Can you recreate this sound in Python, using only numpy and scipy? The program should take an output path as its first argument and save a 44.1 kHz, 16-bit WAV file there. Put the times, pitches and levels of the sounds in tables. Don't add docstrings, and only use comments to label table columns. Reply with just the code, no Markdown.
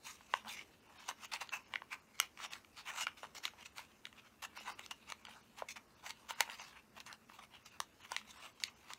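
import sys
import numpy as np
from scipy import signal
from scipy.fft import rfft, irfft, next_fast_len
from scipy.io import wavfile
from scipy.ndimage import uniform_filter1d, map_coordinates

SR = 44100
rng = np.random.default_rng(int(sys.argv[2]) if len(sys.argv) > 2 else 0)


def inscribe(sig):
    pcm = np.round(np.clip(np.atleast_2d(sig).T, -1, 1) * 32767)
    wavfile.write(sys.argv[1], SR, pcm.astype(np.int16))


def undo_db(level):
    steps = np.asarray(level, float) / 20
    return 10 ** steps


N = 396018

# pitch_hz, width_hz, level_db
FLAP_TONES = [(2176, 245, 8.5), (2706, 480, 3.5)]


def unit(x):
    return x / np.sqrt(np.mean(x ** 2) + 1e-20)


def peak_one(rows):
    return rows / np.abs(rows).max(axis=1, keepdims=True)


def along(points, hz):
    f, v = np.transpose(points)
    return np.interp(np.log(hz + 1), np.log(f + 1), v)


def filtered(x, response):
    m = next_fast_len(N + SR // 4)
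    hz = np.fft.rfftfreq(m, 1 / SR)
    return irfft(rfft(x, m) * response(hz), m)[..., :N]


def resonances(modes):
    def one(f, centre, width):
        return 1j * f * width / (centre * centre - f * f + 1j * f * width)

    def response(f):
        total = 0
        for k, (centre, width, db) in enumerate(modes):
            total = total + (-1) ** k * undo_db(db) * one(f, centre, width) * one(f, centre, 3 * width)
        return total

    return response


def wobble(rate):
    points = rng.standard_normal(int(N * rate / SR) + 4)
    return map_coordinates(points, [np.arange(N) * rate / SR])


def creases():
    # start_s, pocket_pitch_hz, pocket_db, flap_db, crack_db
    loose_snaps = [(0.3385, 1085, -17, -19, -33), (1.0895, 1060, -29.5, -37, -26.5),
                   (1.337, 1150, -38, -50, -23.5), (1.3615, 1000, -52, -31.5, -53),
                   (1.7378, 1090, -32.5, -25.5, -39), (1.7573, 1580, -31, -22, -66),
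                   (2.534, 1600, -51, -34, -32), (3.0688, 1395, -25.5, -21.5, -33.5),
                   (3.2317, 746, -33.5, -64, -62), (3.4534, 1170, -33, -24.5, -23),
                   (4.0537, 1670, -42, -33.5, -33.5), (4.7937, 800, -42, -33, -37),
                   (4.9109, 1020, -51, -37, -30), (5.1217, 1220, -32, -31.5, -31.5),
                   (5.6218, 700, -25.5, -68, -55), (8.1645, 1150, -34.5, -22.5, -22.5),
                   (8.6369, 1830, -65, -23, -20), (8.9346, 1590, -47, -40, -31.5)]
    # start_s, pocket_pitch_hz, pocket_db, flap_db, crack_db
    tight_snaps = [
        (2.2003, 1317, -22.5, -12.5, -13),
        (3.0104, 1240, -49, -29, -31),
        (6.3074, 944, -32, -30, -28.5),
        (6.4063, 918, -21, -14.5, -11),
        (7.8026, 1160, -25, -29.5, -20.5),
        (8.1187, 990, -29.5, -47, -26.5),
    ]
    # start_s, level_db
    dents = [(.2087, -49), (.4486, -44), (1.1118, -35), (1.3444, -39), (1.419, -35.5), (1.8198, -37),
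             (2.4015, -38), (3.2415, -40), (3.2495, -41), (3.5357, -49), (3.7916, -39.5), (4.5744, -41),
             (4.6086, -45.5), (4.6753, -42), (5.2847, -44), (6.477, -44), (6.4905, -39), (6.5983, -45.5),
             (6.9779, -43), (7.2982, -44.5), (7.3197, -50.5), (8.2143, -48.5), (8.6209, -47.5),
             (8.9041, -39.5)]
    # start_s, level_db
    flicks = [(.5687, -42), (.5871, -51), (.6117, -38), (.621, -44), (1.2483, -36.5), (2.2125, -40),
              (2.3743, -38), (2.3895, -41), (2.647, -43.5), (3.479, -30), (3.7819, -29.5), (4.0684, -36),
              (4.1279, -41), (5.2517, -33.5), (5.2689, -38), (6.063, -32), (6.4237, -35), (6.4985, -28.5),
              (7.3912, -43), (7.4373, -44), (7.5491, -48), (8.0505, -42), (8.6499, -48)]
    # start_s, level_db
    splits = [(.4816, -36), (1.4737, -42.5), (1.4919, -33.5), (2.1914, -36), (3.0184, -33), (3.6627, -46.5),
              (4.862, -34.5), (5.101, -29.5), (5.5876, -39.5), (6.095, -34.5), (6.1063, -27), (6.6669, -58),
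              (7.0028, -33), (7.064, -39), (7.1278, -32), (8.6012, -38)]
    kinds = [(dents, 1036, 1, -5.5, -17), (flicks, 1313, -11.5, -3.5, -10.5),
             (splits, 1161, -15, -10, -2.5)]
    ticks = np.array([(s, hz, db + pocket_db, db + flap_db, db + crack_db)
                      for rows, hz, pocket_db, flap_db, crack_db in kinds for s, db in rows])
    ticks[:, 1] *= np.exp(.15 * rng.standard_normal(len(ticks)))
    rows = np.vstack([tight_snaps, loose_snaps, ticks])
    tight = np.arange(len(rows)) < len(tight_snaps)
    return np.c_[rows, tight]


def snaps():
    # pitch_hz, level_db
    crack_tone = [(2500, -16.5), (3500, 5), (4500, 9), (5100, -2), (6200, 5.5), (8500, -4.5), (12000, -11),
                  (16000, -15.5)]
    s, pocket_hz, pocket_db, flap_db, crack_db, tight = creases().T[:, :, None]
    octaves = np.where(tight, .33, -.35 * np.log2(pocket_hz / 1200))
    crack_hz = 5100 * 2 ** octaves
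    t = np.arange(SR // 50) / SR
    chance = rng.standard_normal((len(s), 4 + len(t)))

    def ring(hz, t60):
        return np.sin(2 * np.pi * hz * t) * undo_db(-60 * t / t60) * (1 - np.exp(-t / .0002))

    pocket = peak_one(ring(pocket_hz, .013) + .7 * ring(1.42 * pocket_hz, .009))

    bending = 0
    for k, (hz, _, db) in enumerate(FLAP_TONES):
        strength = undo_db(db + 3 * chance[:, [k]])
        bending = bending + strength * ring(hz * (1 + .05 * chance[:, [k + 2]]), .007)
    flaps = peak_one(np.gradient(bending, axis=1))

    first_break = 3.2 * (np.arange(len(t)) == 8)
    tear = (chance[:, 4:] + first_break) * undo_db(-60 * t / .006) * (1 - np.exp(-t / .0001))
    hz = np.fft.rfftfreq(len(t), 1 / SR)
    tilt_db = 20 * np.log2(crack_hz / 5600) * np.log2(hz / 5600 + .01)
    colour = undo_db(along(crack_tone, hz) + tilt_db * (hz > 3000))
    crack = peak_one(irfft(rfft(tear) * colour, len(t)) * (t < .01))

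    rows = undo_db(pocket_db + 0.5) * pocket + undo_db(flap_db - 0.5) * flaps + undo_db(crack_db - 0.5) * crack
    at = np.round(s * SR).astype(int) + np.arange(len(t))
    return np.bincount(at.ravel(), rows.ravel(), N + SR)[:N]


def patchy(x, patchy_db):
    z = signal.stft(x, nperseg=512)[2]

    def patches(pitch_bins, steps):
        spread = uniform_filter1d(rng.standard_normal(z.shape), pitch_bins, axis=0)
        return unit(uniform_filter1d(spread, steps, axis=1))

    gain = undo_db(patchy_db * (patches(3, 14) + patches(20, 10)))
    return signal.istft(z * gain, nperseg=512)[1][:N]


def slides(t):
    # start_s, length_s, drag_db, pocket_db, fibre_db
    held_slides = [
        (.482, 0.074, -54, -5.5, 6),
        (0.537, 0.1, -53.5, -8, -6.5),
        (1.315, 0.044, -48, 1.5, 2.5),
        (3.169, 0.071, -61.5, -4.5, -2.5),
        (3.227, 0.033, -64, 9.5, -14),
        (3.346, 0.042, -52, -3, 0),
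        (4.42, 0.04, -54.5, 6, 4.5),
        (5.684, 0.043, -50, -6, 0),
        (5.757, 0.023, -50.5, -2.5, -6.5),
        (8.6, 0.024, -61.5, 1.5, 0),
    ]
    on_s, off_s, sag_db = .005, .008, 2.5
    s, length, drag_db, pocket_db, fibre_db = np.transpose(held_slides)[:, :, None]
    landing = np.clip((t - s) / on_s, 0, 1)
    lifting = np.clip((s + length - t) / off_s + .5, 0, 1)
    fading = undo_db(drag_db - sag_db * np.clip((t - s) / length, 0, 1))
    held = landing * lifting * fading
    balance = undo_db(np.hstack([0 * s, pocket_db, fibre_db]).T)
    return balance ** 2 @ held ** 2


def pressure(edge_db):
    # crest_s, length_s, drag_db, dryness_db
    grips = [(.067, 0.12, -52, 5.5), (.47, 0.072, -57, -2.5), (.904, .042, -81, -15.5),
             (1.338, 0.065, -50, -2.5), (1.414, 0.042, -47.5, 0), (1.536, 0.059, -45.5, -0.5),
             (2.525, 0.091, -52, 1.5), (3.078, 0.031, -57, -3), (3.445, 0.059, -48, 1.5),
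             (3.777, 0.098, -56.5, 2.5), (4.053, 0.052, -65, 1), (4.576, 0.11, -53, 1),
             (4.912, 0.016, -46.5, -3), (5.306, 0.2, -63, -2), (6.3, .05, -46.5, 0.5), (6.6, 0.077, -53, 2),
             (6.681, 0.1, -62, 1.5), (7.068, 0.039, -54, 1), (7.391, 0.021, -60, -5.5),
             (7.663, 0.044, -56.5, 3.5), (7.813, 0.043, -65, 9), (8.074, 0.024, -69, 9),
             (8.174, 0.05, -55.5, 3.5)]
    # crest_s, length_s, drag_db, dryness_db
    rubs = [(.355, 0.13, -55, 1), (1.096, 0.051, -45.5, 0.5), (1.743, .068, -61, -7.5),
            (1.932, 0.048, -49.5, 0), (2.154, .024, -61, -1), (2.228, 0.083, -53, 2),
            (2.791, .064, -54.5, 2.5), (2.893, 0.056, -44, 0.5), (3.661, 0.025, -53, 4),
            (4.693, 0.1, -52, -2.5), (5.103, .063, -56, 1), (5.596, 0.069, -54.5, -1),
            (6.069, 0.057, -50.5, -2), (6.103, 0.033, -48.5, 0), (6.414, 0.068, -49, -1),
            (6.525, 0.088, -54, -0.5), (6.777, 0.059, -62, -1.5), (7.008, 0.019, -55, -2),
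            (7.301, 0.024, -59, 0), (7.346, 0.074, -60.5, 3), (7.552, 0.075, -63.5, -4.5),
            (7.747, 0.1, -65, 0), (8.13, 0.093, -54.5, 2), (8.454, 0.091, -55.5, 1.5)]
    # crest_s, length_s, drag_db, dryness_db
    pushes = [(1.043, 0.21, -63.5, -3), (1.251, 0.065, -52, 0.5), (1.823, 0.018, -77, -8),
              (2.456, .08, -48.5, -0.5), (3.025, 0.12, -45.5, 1.5), (3.624, 0.069, -59.5, -2),
              (4.196, 0.046, -66, 2), (4.274, 0.049, -67, -3), (4.808, 0.049, -61, -1),
              (4.855, 0.052, -61.5, 6), (6.984, 0.038, -58, -5), (7.138, 0.093, -64.5, -9),
              (7.446, 0.06, -60, -0.5), (8.054, 0.068, -59, 0), (8.312, 0.065, -59.5, 2.5),
              (8.394, 0.12, -61, -3.5), (8.68, 0.1, -58.5, 3.5), (8.918, 0.089, -59.5, -0.5)]
    # time_s, level_db
    handling = [(0.0, -67), (.7, -67.5), (.85, -71), (1.1, -66.5), (2.8, -71), (2.95, -65), (4.43, -72.5),
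                (4.63, -65), (5.6, -69), (5.901, -70), (6.2, -65.5), (6.55, -55.5), (6.8, -73), (8.4, -70),
                (8.98, -65)]
    kinds = [(grips, .25, 1.7, 1.27), (rubs, .54, 1.48, 1.4), (pushes, .8, 1.77, 2.1)]
    t = np.arange(N) / SR
    power = slides(t)
    for rows, share, rise_edge, fall_edge in kinds:
        for crest, length, drag_db, dry_db in rows:
            rise, fall = share * length, (1 - share) * length
            near = slice(max(0, round((crest - 2 * rise) * SR)), round((crest + 2 * fall) * SR))
            since = t[near] - crest
            rising = np.abs(since / rise) ** rise_edge
            falling = np.abs(since / fall) ** fall_edge
            away = np.where(since < 0, rising, falling)
            colour_db = np.array([[0], [-0.25 - dry_db], [-2.84 + dry_db]])
            power[:, near] += undo_db(edge_db * away + drag_db + colour_db) ** 2
    s, db = np.transpose(handling)
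    shifting = undo_db(np.interp(t, s, db) + np.array([[-6], [-6], [-8]]))
    return np.sqrt(power + shifting ** 2)


def strokes():
    # pitch_hz, width_hz, level_db
    pocket_tones = [(964, 517, 8.5), (1560, 1740, 1)]
    # pitch_hz, level_db
    grain_tone = [(2500, -28), (3600, 2.5), (4500, -2), (5100, -2), (6200, 0), (8000, -7), (10500, -13.5),
                  (13000, -15.5), (16000, -15.5)]
    drag, hollow, dry = pressure(edge_db=-14.5)
    clumps = undo_db(1.2 * wobble(60) + 1.8 * wobble(300))
    slip_now = rng.random(N) < 1500 / SR
    slip_size = undo_db(2.5 * np.minimum(rng.exponential(size=N), 4))
    slips = slip_now * slip_size * rng.choice([-1, 1], N)
    drive = unit(clumps * (rng.standard_normal(N) + 0.79 * unit(slips)))
    drive = patchy(drive, patchy_db=2.7)
    pocket = hollow * unit(filtered(drive, resonances(pocket_tones)))
    flaps = drag * unit(filtered(drive, resonances(FLAP_TONES)))
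    fibres = dry * unit(filtered(drive, lambda hz: undo_db(along(grain_tone, hz))))
    return undo_db(1.0) * pocket + undo_db(-0.36) * flaps + undo_db(-2.23) * fibres


def bumps():
    # pitch_hz, width_hz, level_db
    bump_tones = [(109, 100, -3), (346, 240, 2.5)]
    swell = undo_db(-83 + 7.5 * wobble(5.1))
    return swell * unit(filtered(rng.standard_normal(N), resonances(bump_tones)))


def table(x):
    # delay_s, level_db
    close_echoes = [(.0021, -11), (.0034, -20)]
    total = x
    for s, db in close_echoes:
        total = total + undo_db(db) * np.pad(x, (round(s * SR), 0))[:N]
    return total


def walls(x, delay_s):
    # pitch_hz, time_to_fall_60_db_s
    ring_times = [(300, 0.31), (1000, 0.11), (3000, 0.19), (8000, 0.064), (16000, 0.092)]
    hz, t, z = signal.stft(rng.standard_normal(SR // 2), SR, nperseg=128)
    decay = undo_db(-60 * t / along(ring_times, hz)[:, None])
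    tail = signal.istft(z * decay, SR, nperseg=128)[1]
    tail = np.pad(tail / np.linalg.norm(tail), (round(delay_s * SR), 0))
    return signal.fftconvolve(x, tail)[:N]


def hush():
    # pitch_hz, level_db_per_hz
    air_tone = [(15, -35), (25, -15), (65, 6), (163, 0.5), (220, 3.5), (568, -3), (927, -6), (1780, -9),
                (2820, -24), (4860, -17), (6210, -18.5), (10400, -20.5), (14800, -20), (16500, -35)]
    # pitch_hz, width_hz, level_db
    drone_tones = [(214, 22, -4), (239.6, 16, -9)]
    # time_s, level_db
    drone_swell = [(5.15, 2), (5.3, 16.5), (5.6, 4.5), (6.6, 0.5), (7.2, -3), (8.9, 2)]
    air = unit(filtered(rng.standard_normal(N), lambda hz: undo_db(along(air_tone, hz))))
    hum = unit(filtered(rng.standard_normal(N), resonances(drone_tones)))
    swell_db = np.interp(np.arange(N) / SR, *np.transpose(drone_swell))
    drone = hum * undo_db(4.0 * wobble(9) + swell_db)
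    return undo_db(-68.5 - 1.27) * air + undo_db(-81) * drone


def scene():
    small = signal.butter(4, 480, "highpass", fs=SR, output="sos")
    crackle, rustle = signal.sosfilt(small, [table(snaps()), strokes()])
    room = walls(undo_db(-17) * crackle + undo_db(-15) * rustle, delay_s=0.0096)
    return (crackle + rustle + room + hush() + bumps())[None]


def starve(x):
    thin_moments = [.81, .88, .986, 1.269, 1.498, 1.647, 1.67, 2.009, 2.074, 2.498, 3.718, 4.59, 4.743,
                    5.231, 5.274, 5.422, 5.87, 5.958, 6.344, 6.6, 6.915, 7.259, 7.643, 7.71, 7.921, 8.026,
                    8.387, 8.539, 8.686, 8.751]
    hz, _, z = signal.stft(x, SR, nperseg=1024)
    size = np.abs(z)
    bar = 1.15 * size[(hz > 3000) & (hz < 6000)].mean(axis=0)
    treble_gain = np.where(size > bar, 1.4, .15)
    gain = np.where(hz[:, None] < 2500, 1, treble_gain)
    thin = signal.istft(gain * z, SR, nperseg=1024)[1][:N]
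    gap = np.abs(np.arange(N) / SR - np.array(thin_moments)[:, None])
    share = np.clip(np.clip(1.5 - gap / .009, 0, 1).sum(axis=0), 0, 1)
    return x + share * (thin - x)


def band_limit(x):
    return signal.sosfilt(signal.butter(12, 16840, fs=SR, output="sos"), x)


def record(dry):
    limit = [(15750, 0), (15850, -22), (16400, -24), (16700, -60)]  # (Hz, dB)
    band = filtered(dry[0], lambda hz: undo_db(along(limit, hz)))
    mix = starve(band)[None]
    return band_limit(mix)


dry = scene()
out = record(dry)
inscribe(out)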